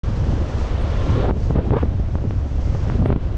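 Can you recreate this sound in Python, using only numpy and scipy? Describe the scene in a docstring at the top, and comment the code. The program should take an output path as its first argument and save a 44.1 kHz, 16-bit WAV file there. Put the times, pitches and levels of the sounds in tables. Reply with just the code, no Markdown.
"""Air streams past a camera on a paraglider in flight. From the start the microphone port rumbles and churns,
under shaped noise for the rush and a thin hiss; dull noise puffs soon begin as eddies hit the port.
The rush builds, lines sing as breathy narrow bands, wider bands roar, then it breaks off as the airflow shifts.
After that, buffets come in clusters with short pulse bumps between them; the rush swells once more near
the end. Two faint high processing chirps of the recorder are gliding sines, one before the break and one late."""
import sys
import numpy as np
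from scipy.fft import rfft, irfft, next_fast_len
from scipy.io import wavfile
from scipy.ndimage import uniform_filter1d, minimum_filter1d, map_coordinates

SR = 44100
rng = np.random.default_rng(int(sys.argv[2]) if len(sys.argv) > 2 else 0)


def transcribe(u):
    """Save the signal u as a 16-bit wav file named by the first command-line argument.

    u: samples, shape (n,) or (channels, n), limited to [-1, 1]; the rate is SR.
    q: integer samples, one column per channel.
    """
    v = np.clip(np.atleast_2d(u).T, -1, 1)
    q = np.round(v * 32767).astype(np.int16)
    wavfile.write(sys.argv[1], SR, q)


N = 148617

# attached airflow, before any layer's own trim: t/s, level/dB
RUSH_LEVELS = [(.04, -38), (.36, -37), (.5, -36), (.8, -34), (1.08, -33), (1.22, -31.5), (1.305, -36),
               (1.325, -46.5), (1.42, -41), (1.7, -41), (1.95, -43), (2.2, -44), (2.6, -42.5), (2.92, -38),
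               (3.02, -41), (3.18, -45), (3.24, -41.5), (3.37, -42.5)]


def amp(db):
    """Decibels to gain."""
    return 10 ** (np.asarray(db) / 20)


def unit(x):
    """Scale to rms 1."""
    return x / np.sqrt(np.mean(x ** 2) + 1e-20)


def curve(rows):
    """(t/s, value) points to one value per sample."""
    return np.interp(np.arange(N) / SR, *np.transpose(rows))


def along(points, hz):
    """(f/Hz, level/dB) points to gain, read on a log frequency axis."""
    f, db = np.transpose(points)
    return amp(np.interp(np.log(hz + 1), np.log(f), db))


def wobble(knots_per_s):
    """Smooth random curve through normal-distributed knots."""
    knots = rng.standard_normal(4096)
    return map_coordinates(knots, [np.arange(N) * knots_per_s / SR + 2], mode="wrap")


def dome(t, sigma_s):
    """Gaussian swell around t = 0."""
    return np.exp(-(t / sigma_s) ** 2 / 2)


def filtered(x, response):
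    """x times a response of frequency."""
    m = next_fast_len(len(x) + 8192)
    spectrum = rfft(x, m) * response(np.fft.rfftfreq(m, 1 / SR))
    return irfft(spectrum, m)[:len(x)]


def noise(colour):
    """Noise of rms 1 with a spectrum of (f/Hz, level/dB) points."""
    return unit(filtered(rng.standard_normal(N), lambda hz: along(colour, hz)))


def flow(levels, colour, flutter_db, flutter_knots_per_s):
    """Air noise that follows its level curve and flutters with the turbulence."""
    flutter = amp(flutter_db * wobble(flutter_knots_per_s))
    return amp(curve(levels)) * unit(noise(colour) * flutter)


def narrow_band(centre_s, length_s, hz, glide_hz_per_s, knots_per_s):
    """Swell of narrow noise around a gliding pitch; faster knots widen the band."""
    evenness = 0.56  # 0 = flickers like noise, 1 = steady strength
    t = np.arange(N) / SR - centre_s
    drift = wobble(knots_per_s) + 1j * wobble(knots_per_s)
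    strength = unit(np.abs(drift) ** (1 - evenness))
    drift = strength * np.exp(1j * np.angle(drift))
    carrier = np.exp(2j * np.pi * (hz + glide_hz_per_s * t / 2) * t)
    tone = np.sqrt(2) * np.real(drift * carrier)
    return np.exp(-np.square(2 * t / length_s) ** 2 / 2) * tone


def rumble():
    """Steady pressure swings at the port, more even in strength than plain noise."""
    # spectrum: f/Hz, level/dB
    colour = [(10, -6), (25, -0.5), (45, 2), (65, 4.5), (110, -3), (150, -14.5), (250, -22), (600, -73),
              (2000, -120)]
    level_db, window_s, evenness = -19.5, 0.045, 0.36
    x = noise(colour)
    power = np.abs(uniform_filter1d(x ** 2, max(int(window_s * SR), 3)))
    power = np.abs(uniform_filter1d(power, size=900)) + 1e-6
    return amp(level_db) * unit(x / power ** (evenness / 2))


def churning():
    """Low churning of the air around the port: fluttering low noise."""
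    # level before trim: t/s, level/dB
    levels = [(.04, -32), (.17, -32), (.29, -24), (.5, -30), (.85, -32.5), (1.15, -27), (1.3, -30.5),
              (1.44, -28.5), (1.66, -27), (2.0, -30), (2.45, -33), (2.85, -29), (3.05, -24), (3.2, -30),
              (3.37, -33.5)]
    # spectrum: f/Hz, level/dB
    colour = [(40, -14), (90, 4), (130, 4), (200, -5.5), (300, -7), (520, -17.5), (750, -20.5),
              (1200, -45.5), (3000, -65), (9000, -110)]
    trim_db = 2.5
    return amp(trim_db) * flow(levels, colour, flutter_db=3.0, flutter_knots_per_s=70)


def rush():
    """Attached airflow: broadband noise that follows the rush level."""
    # spectrum: f/Hz, level/dB
    colour = [(60, -7.5), (250, -0.5), (400, 0.5), (570, 2), (800, -5.5), (1100, -6), (1500, -10.5),
              (2100, -15.5), (3200, -18.5), (4500, -26), (7000, -41.5), (9000, -48), (12000, -73),
              (16000, -90.5)]
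    trim_db = 2
    return amp(trim_db) * flow(RUSH_LEVELS, colour, flutter_db=0.45, flutter_knots_per_s=160)


def sizzle():
    """The faster the air, the brighter its rush: treble grows faster than the rush level."""
    # spectrum: f/Hz, level/dB
    colour = [(1200, -27), (2200, -11), (2900, 3), (3800, 3), (4800, -12.5), (6500, -19.5), (9000, -46.5),
              (14000, -81.5)]
    level_db, growth_db_per_db, reference_rush_db = -42, 2.38, -29  # level_db holds at the reference rush
    above_reference_db = curve(RUSH_LEVELS) - reference_rush_db
    return amp(level_db + growth_db_per_db * above_reference_db) * noise(colour)


def hiss():
    """Thin treble noise on its own level curve."""
    # level before trim: t/s, level/dB
    levels = [(.05, -52), (.4, -49), (.55, -49.5), (.61, -46.5), (.78, -53), (1.11, -47), (1.25, -55),
              (1.335, -62), (1.41, -50.5), (1.51, -51.5), (1.595, -68.5), (1.67, -55), (1.755, -70),
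              (1.79, -57), (1.85, -59.5), (2.2, -57.5), (2.57, -54.5), (2.67, -50.5), (2.97, -52.5),
              (3.04, -59.5), (3.16, -68), (3.25, -58), (3.37, -61)]
    # spectrum: f/Hz, level/dB
    colour = [(500, -17), (2000, -2), (3300, -7), (4500, 1.5), (6000, 1.5), (7200, -5), (8100, -11.5),
              (9000, -27), (10500, -28.5), (12500, -44), (16000, -76)]
    trim_db = -2.5
    return amp(trim_db) * flow(levels, colour, flutter_db=1.0, flutter_knots_per_s=80)


def lulls():
    """Gain curve of the moments when the rumble sags, as Gaussian dips in dB."""
    # dips: centre t/s, sigma/s, depth/dB
    dips = [(0.167, 0.0052, 15), (0.455, 0.007, 8), (0.686, 0.013, 5), (0.784, 0.02, 4.5),
            (1.17, 0.0047, 5), (1.27, 0.01, 0), (1.357, 0.016, 6), (1.491, 0.0062, 6), (1.605, .007, 5),
            (1.635, 0.012, 7.5), (2.098, 0.0067, 14), (2.237, 0.0074, 11), (2.5, 0.015, 7.5),
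            (3.191, 0.0088, 18)]
    t = np.arange(N) / SR
    return amp(-sum(depth_db * dome(t - s, sigma_s) for s, sigma_s, depth_db in dips))


def buffets():
    """Each eddy is a swell of dull noise, its corner set by its speed, with a spray of brighter noise on top."""
    # eddies: centre t/s, sigma/s, level before trim/dB, corner f/Hz, spray level/dB
    eddies = [(0.385, 0.0058, -23.5, 405, -46), (0.615, 0.0049, -23, 550, -46),
              (1.097, 0.0093, -14.5, 198, -37), (1.18, 0.05, -25.5, 523, -55),
              (1.254, 0.016, -22, 850, -44), (1.293, 0.0073, -16.5, 870, -59),
              (1.368, 0.0086, -22, 355, -48), (1.506, 0.004, -13, 430, -60),
              (1.559, 0.0041, -11, 400, -41.5), (1.578, 0.025, -25.5, 783, -46),
              (1.589, 0.0055, -16, 580, -65), (1.691, 0.011, -20, 304, -56), (1.722, 0.003, -9, 330, -46),
              (1.736, 0.0043, -18, 750, -41), (1.769, 0.0062, -16.5, 790, -38.5),
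              (1.755, 0.014, -26.5, 1000, -52), (1.787, 0.0069, -30, 1230, -37.5),
              (1.814, 0.013, -36, 1400, -39), (1.834, 0.0032, -11.5, 536, -54),
              (1.997, 0.0055, -20.5, 300, -64), (2.15, 0.0034, -22, 300, -67),
              (2.254, 0.0089, -19.5, 332, -66), (2.679, 0.0058, -21, 260, -54),
              (2.753, 0.0056, -23, 594, -53), (2.922, 0.0045, -22, 330, -46),
              (2.996, 0.0051, -14, 265, -53), (3.022, 0.0071, -14, 298, -56),
              (3.06, 0.0037, -11.5, 423, -34.5), (3.09, 0.01, -20.5, 280, -40),
              (3.11, 0.0042, -17, 220, -44), (3.127, 0.0053, -11.5, 333, -35),
              (3.162, 0.0019, -13.5, 350, -37)]
    # port response to a buffet: f/Hz, gain/dB
    port_colour = [(40, 3), (110, 12), (165, 6.5), (230, 2), (330, -2), (520, 2), (760, -5.5), (1080, -5),
                   (1500, 0), (3000, -9.5)]
    # spray spectrum: f/Hz, level/dB
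    spray_colour = [(400, -13), (1000, 10), (1600, -1), (2300, -1), (3200, -5.5), (4500, -19), (7000, -37),
                    (9000, -48), (14000, -80)]
    trim_db, low_edge_hz, slope_order = -2.5, 109, 2.78
    out = np.zeros(N + SR)
    t = np.arange(-4096, 4096) / SR
    spray = np.pad(noise(spray_colour), (0, SR))
    for s, sigma_s, db, corner_hz, spray_db in eddies:
        def shape(hz):
            low_cut = hz ** 2 / (hz ** 2 + low_edge_hz ** 2)
            high_cut = 1 / np.sqrt(1 + (hz / corner_hz) ** (2 * slope_order))
            return along(port_colour, hz) * low_cut * high_cut

        swell = dome(t, sigma_s)
        at = np.arange(len(t)) + round(s * SR) - len(t) // 2
        puff = filtered(rng.standard_normal(len(t)) * swell, shape)
        puff *= np.linalg.norm(swell) / np.linalg.norm(puff)  # same energy at any corner
        out[at] += amp(db + trim_db) * puff + amp(spray_db) * swell * spray[at]
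    return out[:N]


def processing_chirps():
    """Very faint, short, wavering, gliding sines, such as a recorder's noise reduction leaves."""
    # tones: centre t/s, length/s, f/Hz at centre, glide/(Hz/s), level/dB
    tones = [(0.82, .03, 8500, 29999.5, -59), (3.072, .05, 9060, -2000, -64)]
    waver_hz = 130
    out = np.zeros(N)
    for s, length_s, hz, glide_hz_per_s, db in tones:
        t = np.arange(N) / SR - s
        pitch_hz = hz + glide_hz_per_s * t + waver_hz * wobble(400)
        swell = np.exp(-np.square(2 * t / length_s) ** 2)
        out += amp(db) * swell * np.sin(2 * np.pi * np.cumsum(pitch_hz) / SR)
    return out


def whistles():
    """Taut lines shed vortices and sing with a breathy tone that follows the rush level."""
    # lines: centre t/s, length/s, f/Hz at centre, glide/(Hz/s), level over RUSH_LEVELS/dB
    lines = [(.99, 0.22, 1045, 1, -11.5), (1.16, 0.11, 1090, 604, -10.5), (1.08, 0.38, 1355, 100, -14.5),
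             (2.67, 0.11, 2100, -300, -19)]
    knots_per_s = 49
    singing = sum(amp(db) * narrow_band(s, length_s, hz, glide, knots_per_s)
                  for s, length_s, hz, glide, db in lines)
    return amp(curve(RUSH_LEVELS)) * singing


def roars():
    """Larger vortices give a rough, hollow roar in one band as the gusts peak."""
    # vortices: centre t/s, length/s, f/Hz at centre, glide/(Hz/s), level/dB
    vortices = [(1.177, 0.071, 330, 897, -25.5), (1.25, 0.026, 700, 0, -24.5), (1.282, 0.059, 420, -3, -26),
                (1.289, 0.034, 847, -3, -31), (1.665, 0.08, 395.4, -4, -32.5),
                (1.737, 0.025, 972, 5999, -29.5), (1.742, 0.011, 369.6, 2, -18),
                (1.769, .016, 508.3, -1, -20), (1.783, 0.018, 1082, -1, -33), (3.015, 0.055, 240, 0, -22),
                (3.096, 0.012, 360, 2, -24)]
    knots_per_cycle = 0.4  # bandwidth scales with pitch
    return sum(amp(db) * narrow_band(s, length_s, hz, glide, knots_per_cycle * hz)
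               for s, length_s, hz, glide, db in vortices)


def bumps():
    """Pointed pressure pulse with a brief swing back, as when the gear twitches."""
    # pulses: t/s, peak before filtering/dB, rise time constant/ms, treble edge f/Hz
    pulses = [(1.247, -8.5, 0.37, 1800), (1.31, -0.5, .33, 2800), (1.508, -3, 0.42, 1390),
              (1.556, -17, 0.46, 2200), (1.585, -8.5, 0.46, 1600), (1.7073, -7.5, 0.26, 3800),
              (1.733, -7, .35, 1800), (1.762, -7.5, .35, 1810), (1.8291, -5, 0.47, 2200),
              (1.857, -19.5, 0.18, 2600), (2.155, -8, 0.26, 2200), (2.241, -12.5, 0.45, 1300),
              (2.309, -10.5, 0.25, 4600), (2.75, -12.5, 0.21, 2000), (2.9, -6.5, 0.16, 3200),
              (3.0255, -7.5, 0.45, 1500), (3.0595, -6, 0.31, 4500), (3.104, 0, 0.41, 1900),
              (3.1269, -5.5, 0.29, 3200), (3.161, -9, 0.66, 3400)]
    ring_hz, fall_over_rise = 105, 2
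    out = np.zeros(N + SR)
    ms = np.arange(-4096, 4096) / SR * 1000

    def swing(u):
        """Damped second-order high-pass: the port swings back."""
        return -u * u / (1 - u * u + 1j * u)

    for s, db, rise_ms, edge_hz in pulses:
        constant_ms = rise_ms * np.where(ms > 0, fall_over_rise, 1)
        pulse = amp(db) * np.exp(-np.abs(ms) / constant_ms)
        dulled = filtered(pulse, lambda hz: swing(hz / ring_hz) / (1 + (hz / edge_hz) ** 6))
        out[round(s * SR) - len(ms) // 2:][:len(ms)] += dulled
    return out[:N]


def scene():
    """All layers meet at one microphone."""
    churn_lull_share = 0.4  # how far the churning sags with the rumble, 0-1
    lull = lulls()
    low = lull * rumble() + lull ** churn_lull_share * churning()
    air = rush() + sizzle() + hiss()
    events = buffets() + processing_chirps() + whistles() + roars() + bumps()
    return (low + air + events)[None]


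def record(dry):
    """The recorder starts, eases its gain down on the highest peaks and keeps nothing above its band limit."""
    start_s, ceiling, top_hz = 0.033, 0.69, 16000
    fade_in = np.clip((np.arange(N) - start_s * SR) / 128, 0, 1)
    x = dry[0] * fade_in
    needed = np.minimum(1, ceiling / (np.abs(x) + 1e-9))
    gain = uniform_filter1d(minimum_filter1d(needed, size=300), size=300)
    return filtered(x * gain, lambda hz: hz < top_hz)[None]


dry = scene()
out = record(dry)
transcribe(out)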